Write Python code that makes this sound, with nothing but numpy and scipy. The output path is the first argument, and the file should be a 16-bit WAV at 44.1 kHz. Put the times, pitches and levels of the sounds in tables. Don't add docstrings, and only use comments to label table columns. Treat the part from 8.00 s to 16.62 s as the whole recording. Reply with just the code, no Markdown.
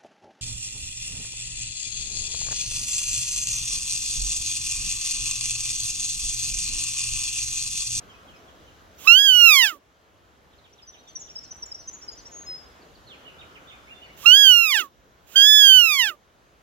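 import sys
import numpy as np
from scipy import signal
from scipy.fft import rfft, irfft, next_fast_len
from scipy.io import wavfile
from scipy.ndimage import uniform_filter1d, map_coordinates

SR = 44100
rng = np.random.default_rng(int(sys.argv[2]) if len(sys.argv) > 2 else 0)


def put_to_file(sound):
    columns = np.atleast_2d(sound).T
    safe = np.clip(columns, -1, 1)
    whole_steps = np.round(safe * 32767)
    wavfile.write(sys.argv[1], SR, whole_steps.astype(np.int16))


def volts(x):
    e = np.asarray(x, float) / 20
    return 10 ** e


N = 380141

# time_s, level_db
WIND_DB = [(0, -57), (.5, -57), (1.5, -58.5), (2.8, -58.5), (3.6, -56.5), (4.001, -57.5), (4.47, -55),
           (5.1, -57), (5.599, -56.5), (6.5, -57), (8.62, -58)]
# freq_hz, level_db_per_hz
RUMBLE_SPECTRUM = [(12, -42), (20, -16), (59, 8), (151, -3.5), (200, -10), (260, -34), (440, -120)]
CANOPY_SPECTRUM = [(90, -31.5), (130, -7.5), (430, -5), (650, -5.5), (900, -9), (1400, -8.5), (2400, -17),
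                   (4000, -22.5), (6000, -43)]
LEAF_SPECTRUM = [(1500, -28), (3000, 0.5), (4400, -4), (6500, -2.5), (7300, -7), (9000, -16), (12000, -12),
                 (16000, -16.5)]
# freq_hz, correlation
LIKENESS = [(60, 0.53), (130, 0.86), (290, 0.96), (640, 0.37), (1410, -0.36), (3100, 0.7), (6820, -0.043),
            (15000, -0.01)]
# center_s, spread_s, level_db
GUSTS = [
    (0.1, .5, -60),
    (4.45, .2, -65),
    (5.6, 0.46, -55.5),
]

# start_s,
# length_s, middle_hz, peak_db
FAR_SLIDES = [(0.091, 0.027, 3090, -56), (0.278, 0.025, 3130, -56.5), (.48, 0.019, 3210, -59.5),
              (.67, .03, 2950, -60.5), (2.58, 0.015, 4110, -64), (3.068, 0.03, 3450, -57.5),
              (4.815, .018, 4400, -63), (4.949, .015, 4420, -60.5), (5.069, 0.02, 4140, -54.5),
              (5.265, 0.03, 2820, -51), (5.72, .04, 2430, -59)]
FAR_PIPS = [(.14, 0.011, 2550, -55), (.335, .018, 2520, -59.5), (0.356, .015, 5150, -65),
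            (2.975, .02, 3780, -60), (2.99, .014, 4250, -65), (5.709, .03, 2200, -62),
            (5.935, 0.077, 3536, -59.5), (6.035, .04, 4450, -67.5)]
FAR_RISES = [(.975, 0.024, 6270, -61.5), (3.22, 0.018, 3270, -63), (5.869, 0.041, 2500, -56.5),
             (6.07, .02, 1950, -62.5)]
FAR_SWEEPS = [(2.525, .024, 3285, -66), (2.64, .03, 3160, -61.5), (2.78, 0.024, 3200, -59),
              (2.93, 0.031, 3000, -58), (3.27, 0.028, 3070, -58), (5.095, 0.05, 2970, -51),
              (5.41, 0.016, 2770, -50), (5.55, 0.026, 2550, -51.5), (5.69, 0.03, 2980, -53),
              (6.04, .03, 2250, -57.5)]
FAR_CROOKS = [(5.249, 0.036, 3000, -52), (5.385, 0.029, 3755, -53.5), (5.67, .03, 3650, -55),
              (5.71, 0.033, 3610, -57), (5.895, 0.036, 2800, -51), (6.015, 0.027, 2964, -49),
              (6.045, 0.024, 2950, -61.5), (6.085, 0.029, 2230, -58.5)]

# catch_s, lead_hz, lead_db, leak_db, rasp_db_per_octave
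ONSETS = [
    (1.0745, 1083, -34.5, -46, 2),
    (6.2585, 1132, -36.5, -47.5, 0),
    (7.3579, 1392, -48.5, -52.5, -1),
]
# time_from_catch_s, level_db
AIR_LEAK = [
    (-.135, -27.5),
    (-.095, -24.5),
    (-.085, -9.5),
    (-.01, 2.5),
]
# time_s, pitch_hz
PITCH_HZ = [
    [(1.083, 1326), (1.132, 1413), (1.2, 1646), (1.242, 1673), (1.32, 1492), (1.465, 1382), (1.548, 1147),
     (1.6, 1036), (1.74, 582)],
    [(6.266, 1384), (6.314, 1457), (6.374, 1657), (6.42, 1664), (6.535, 1430), (6.63, 1366), (6.705, 1185),
     (6.754, 895), (6.845, 566)],
    [(7.365, 1594), (7.4, 1603), (7.49, 1729), (7.578, 1714), (7.722, 1537), (7.785, 1496), (7.968, 1114),
     (8.084, 778.6), (8.125, 597)],
]
# time_s, level_db
EFFORT_DB = [
    [(1.077, -11), (1.113, -9.5), (1.229, -17), (1.301, -13.5), (1.327, -15.5), (1.447, -11), (1.647, -17),
     (1.695, -29.5), (1.785, -63)],
    [(6.263, -10.5), (6.329, -9.5), (6.373, -13), (6.44, -12.5), (6.505, -10.5), (6.683, -22.5),
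     (6.757, -19.5), (6.799, -23), (6.89, -60.5)],
    [(7.361, -14), (7.381, -12), (7.781, -11), (7.871, -19.5), (7.92, -20), (7.983, -23), (7.999, -17),
     (8.091, -27), (8.165, -65)],
]
# harmonic_number, level_db
FOLDS_DB = [(1, -7), (2, 0.64), (3, -8), (4, -8), (5, -12.5), (6, -13.5), (7, -14), (8, -24.5), (9, -13),
            (10, -18), (12, -18), (14, -28.5), (30, -23)]
# freq_hz, gain_db
THROAT_DB = [(550, -47.5), (800, -25), (1200, -16), (1650, -11), (2250, -12), (2600, -5.5), (2950, 0.8),
             (3300, -3), (4050, -12), (4900, -9), (7000, -11.5), (8900, -26), (11000, -12.5), (15500, -8.5)]
# freq_hz, level_db_per_hz
BREATH_SPECTRUM = [(200, -17.5), (400, -15), (800, -10), (1200, -9.5), (2000, -11.5), (3000, -1.5),
                   (4500, -12.5), (7000, -5), (8800, -20), (12000, -11), (15500, -4)]
# center_s, spread_s, level_db
PUFFS = [
    (1.74, .04, -51),
    (6.82, .04, -46),
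    (8.11, 0.055, -53.5),
]
# freq_hz, gain_db
FAR_EAR_DB = [(60, 1.5), (110, 0.5), (200, -1.0), (380, -2.0), (700, -4.0), (1290, -10.5), (2380, -13.5),
              (4400, -10), (8120, -11.5), (15000, -17.5)]
# delay_ms, left_db, right_db
NEAR_ECHOES = [(1.05, -21, -16), (1.9, -17, -18), (3.3, -16.5, -23), (6.1, -18.5, -21.5)]

# start_s, length_s, middle_hz, peak_db
NEAR_ARCHES = [(2.726, 0.017, 5870, -51), (3.076, .018, 7270, -53), (3.076, 0.034, 6120, -45),
               (3.292, 0.025, 5650, -39), (3.431, 0.02, 7170, -48.5), (3.431, 0.026, 5920, -42),
               (3.786, 0.032, 5990, -40.5), (4.015, 0.032, 5670, -39), (4.169, 0.035, 6020, -42),
               (4.252, 0.027, 5730, -38), (4.256, 0.027, 7100, -51.5)]
NEAR_HOOKS = [(2.822, 0.023, 5000, -44.5), (3.153, 0.018, 5770, -26), (3.356, 0.018, 5195, -27.5),
              (3.508, 0.016, 5910, -29.5), (3.715, 0.013, 5110, -27.5), (3.875, 0.02, 6040, -27.5),
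              (4.08, 0.019, 4970, -28)]
NEAR_HOLDS = [(2.871, 0.033, 5920, -39.5), (3.21, 0.023, 6460, -38), (3.563, .01, 7690, -52),
              (4.118, 0.022, 6680, -41.5), (4.324, 0.13, 6520, -38.5), (4.47, 0.093, 5092, -30.5)]
NEAR_DROOPS = [(3.09, 0.026, 4550, -56), (3.445, .028, 4270, -56.5), (3.806, .03, 4400, -57),
               (4.185, 0.029, 4420, -53)]
NEAR_FALLS = [(3.193, 0.028, 6830, -38.5), (3.379, .014, 5570, -31), (3.623, 0.016, 5610, -26.5),
              (3.658, 0.01, 6930, -36), (3.744, 0.0139, 5660, -30.5), (3.928, .03, 6740, -36)]

HOOK, FALL, HOLD, ARCH, DROOP = (1.045, 1.015), (1.03, .982), (1.011, .996), (.925, .97), (1.0, .92)
SWEEP, SLIDE, RISE = (1.22, .72), (1.06, .86), (.85, 1.15)
OVERTONE_DB = -39

DUCK_DB, DUCK_S, RECOVER_S = -7.5, .15, 1.3
RUMBLE_DB, RUMBLE_GROWTH, LULL_DB = -6, 1, 0.5
HISS_DB, TOP_HZ = -83.5, 15900

LEAD_S, LEAD_RISE_RATIO, JUMP_S = .028, 0.045, .003
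SAG_HZ_PER_S, WAVER_RATIO_PER_OCT = 510, .006
BRIGHT_DB, FIRST_DB = 0, -0.5
BLOOM_DB, BLOOM_S = -8, 0.088
ECHO_S, ECHO_DB = .14, -35
HOP_S, LAG_BEFORE_SAMPLES, LAG_AFTER_SAMPLES = 4.31, 20.86, 18.8


def along(points, hz):
    f, v = np.transpose(points)
    return np.interp(np.log(hz + 1), np.log(f + 1), v)


def unit(x):
    return x / np.sqrt(np.mean(x ** 2) + 1e-20)


def filtered(x, response):
    m = next_fast_len(N + 8192)
    return irfft(rfft(x, m) * response(np.fft.rfftfreq(m, 1 / SR)), m)[..., :N]


def colored(spectrum):
    return unit(filtered(rng.standard_normal(N), lambda hz: volts(along(spectrum, hz))))


def wobble(rate_hz, count):
    knots = rng.standard_normal(int(N * 300 / SR) + 4)
    return map_coordinates(knots, [np.arange(count) * rate_hz / SR])


def swells(table):
    t = np.arange(N) / SR
    return sum(volts(db) * np.exp(-((t - at) / spread) ** 2) for at, spread, db in table)


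def ports(x, lag, left_db):
    left = filtered(x, lambda hz: volts(left_db(hz)) * np.exp(-2j * np.pi * hz * lag / SR))
    return np.array([left, x])


def trunks(x, t60_s, wet_db):
    t = np.arange(SR) / SR
    tail = rng.standard_normal((2, SR)) * volts(-60 * t / t60_s) * (1 - np.exp(-t / (0.11 * t60_s)))
    tail = tail / np.linalg.norm(tail[0])
    return volts(wet_db) * signal.fftconvolve(x[None], tail, axes=1)[:, :N]


def ducking():
    t = np.arange(N) / SR
    dips = []
    for effort in EFFORT_DB:
        sink = 1 - np.exp(-np.maximum(t - effort[0][0], 0) / DUCK_S)
        recover = np.exp(-np.maximum(t - effort[-1][0], 0) / RECOVER_S)
        dips.append(sink * recover)
    return DUCK_DB * np.max(dips, axis=0)


def rush(spectrum, alike, patchy_db):
    z = signal.stft(rng.standard_normal((2, N)), nperseg=512)[2]
    field = uniform_filter1d(rng.standard_normal(z.shape[1:]), size=6, axis=0)
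    field = uniform_filter1d(field, size=14, axis=1)
    pair = signal.istft(z * volts(patchy_db * unit(field)), nperseg=512)[1][:, :N]

    def mid_side(hz):
        turn = np.arccos(np.clip(along(alike, hz), -1, 1)) / 2
        return volts(along(spectrum, hz)) * np.array([np.cos(turn), np.sin(turn)])

    mid, side = filtered(pair, mid_side)
    return unit(np.array([mid + side, mid - side]))


def bush():
    wind_db = np.interp(np.arange(N) / SR, *np.transpose(WIND_DB))
    canopy_db = wind_db + ducking()
    rumble_db = canopy_db + RUMBLE_DB + (RUMBLE_GROWTH - 1) * (wind_db - wind_db.mean())
    rumble_db = rumble_db + LULL_DB * wobble(2.5, N) + 4.0 + 1.5 * wobble(6, N)
    rumble = volts(rumble_db) * rush(RUMBLE_SPECTRUM, [(30, .35), (80, .45), (150, 0.49)], patchy_db=0.5)
    canopy = volts(canopy_db + 4.0 + .6 * wobble(5, N)) * rush(CANOPY_SPECTRUM, LIKENESS, patchy_db=1.15)
    leaves = volts(canopy_db - 6.0) * rush(LEAF_SPECTRUM, LIKENESS, patchy_db=1.36)
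    gust_spectrum = [(800, -34), (1100, -4), (1350, 1.65), (1700, -10), (2300, -36.5)]
    gusts = swells(GUSTS) * rush(gust_spectrum, LIKENESS, patchy_db=0.5)
    return rumble + canopy + leaves + gusts


def whistles(table, shape):
    out = np.zeros(N)
    for start_s, length_s, hz, db in table:
        u = np.linspace(0, 1, round(1.45 * length_s * SR))
        curve = np.polyfit([.15, .5, .85], [shape[0], 1, shape[1]], 2)
        phase = 2 * np.pi * np.cumsum(hz * np.polyval(curve, u)) / SR
        swell = np.sin(np.pi * u ** (.95 - 2.5 * length_s)) ** 1.2
        tone = np.sin(phase) + volts(OVERTONE_DB) * np.sin(3 * phase)
        out[round((start_s - .12 * length_s) * SR):][:len(u)] += volts(db) * swell * tone
    return out


def far_birds():
    song = whistles(FAR_SLIDES, SLIDE) + whistles(FAR_PIPS, HOLD) + whistles(FAR_RISES, RISE)
    song = song + whistles(FAR_SWEEPS, SWEEP) + whistles(FAR_CROOKS, ARCH)
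    song = volts(8.0) * song
    return ports(song, lag=9.4, left_db=lambda hz: -5.5) + trunks(song, .6, -7) + trunks(song, .09, -5)


def fold_pitch(t, pitch, catch_s, lead_hz):
    aim = np.interp(t, *np.transpose(pitch)) - SAG_HZ_PER_S * np.maximum(t - pitch[-1][0], 0)
    flutter = 0.00061 * wobble(70, len(t)) * (1700 / aim)
    waver = WAVER_RATIO_PER_OCT * wobble(28, len(t)) * np.log2(1750 / aim)
    voiced_hz = uniform_filter1d(aim, size=1100, mode="nearest") * (1 + flutter + waver)
    jump = 1 / (1 + np.exp((catch_s - .8 * JUMP_S - t) / JUMP_S))
    return jump * voiced_hz + (1 - jump) * lead_hz * (1 + LEAD_RISE_RATIO * (t - t[0]) / LEAD_S)


def fold_tone(t, hz, effort_db, catch_s, caught, rasp_db):
    k = np.arange(1, 30)[:, None]
    fall_oct = np.log2(1700 / hz)
    tilt_db = (k == 1) * FIRST_DB + np.log2(np.maximum(k / 2, 1)) * (BRIGHT_DB + 0.75 * rasp_db)
    bloom = np.exp(-np.maximum(t - catch_s, 0) / BLOOM_S)
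    shape_db = along(FOLDS_DB, k) + along(THROAT_DB, k * hz) + tilt_db * (fall_oct - .4)
    shape_db = shape_db + (k - 1) * 1.2 * np.minimum(effort_db + 30.5, 0)
    shape_db = shape_db + np.log2(np.maximum(k / 3, 1)) * BLOOM_DB * bloom
    shimmer = np.array([wobble(90, len(t)) for _ in k])
    shimmer_db = .17 * (1700 / hz) ** 2.2 * np.sqrt(k) * shimmer
    size = volts(shape_db + shimmer_db) * np.where(k == 1, 1, caught) * (k * hz < 17000)
    size = size / np.sqrt((size ** 2).sum(0) / 2)
    phase = 2 * np.pi * np.cumsum(hz) / SR
    return (size * np.sin(k * phase + .4 * k ** 2)).sum(0)


def deer():
    voice, flow, now = np.zeros(N), np.zeros(N), np.arange(N) / SR
    for effort, pitch, (catch_s, lead_hz, lead_db, leak_db, rasp_db) in zip(EFFORT_DB, PITCH_HZ, ONSETS):
        at = slice(round((catch_s - LEAD_S) * SR), round(effort[-1][0] * SR))
        t = now[at]
        lead = [(t[0], lead_db - 3.5), (catch_s - .012, lead_db)]
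        db = np.interp(t, *np.transpose(lead + effort))
        hz = fold_pitch(t, pitch, catch_s, lead_hz)
        caught = 1 / (1 + np.exp((catch_s - t) / 0.00032))
        tone = fold_tone(t, hz, db, catch_s, caught, rasp_db)
        voice[at] = tone * volts(db + 5.0 - 7.3 * (1 - caught)) * signal.windows.tukey(len(t), .03)
        slack_db = (14.5 + rasp_db) * np.log2(1700 / hz)
        flow[at] = caught * volts(-36.5 + 0.54 * db + .6 * np.minimum(db + 29.5, 0) + slack_db)
        swell_db = np.interp(now - catch_s, *np.transpose(AIR_LEAK), left=-90)
        flow += volts(swell_db + leak_db + 11.5) * (now < catch_s)
    puff = colored([(120, -36), (250, -4), (380, 0.2), (550, -12.0), (900, -31.5)])
    call = voice + flow * colored(BREATH_SPECTRUM) + swells(PUFFS) * puff
    direct = ports(call, lag=-3.5, left_db=lambda hz: along(FAR_EAR_DB, np.maximum(hz, 1300)))

    def comb(hz):
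        treble = hz / (hz + 3000)
        return 1 + sum(volts([[left_db], [right_db]]) * np.exp(-2j * np.pi * hz * ms / 1000) * treble
                       for ms, left_db, right_db in NEAR_ECHOES)

    return filtered(direct, comb) + trunks(call, ECHO_S, ECHO_DB)


def near_bird():
    song = whistles(NEAR_ARCHES, ARCH) + whistles(NEAR_HOOKS, HOOK) + whistles(NEAR_HOLDS, HOLD)
    song = song + whistles(NEAR_DROOPS, DROOP) + whistles(NEAR_FALLS, FALL)
    song = volts(-3.0) * song
    moved = np.arange(N) / SR > HOP_S
    direct = ports(song * ~moved, LAG_BEFORE_SAMPLES, lambda hz: 1.5)
    direct = direct + ports(song * moved, LAG_AFTER_SAMPLES, lambda hz: 2.5)
    return direct + trunks(song, 0.412, -7.5) + trunks(song, 0.048, -17)


def scene():
    return bush() + far_birds() + deer() + near_bird()


def roll_off(x):
    return signal.sosfilt(signal.butter(12, 15890, fs=SR, output="sos"), x)


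def record(dry):
    hissy = dry + volts(HISS_DB) * rng.standard_normal(dry.shape)
    mix = filtered(np.clip(hissy, -1, 1), lambda hz: hz < TOP_HZ)
    return roll_off(mix)


dry = scene()
out = record(dry)
put_to_file(out)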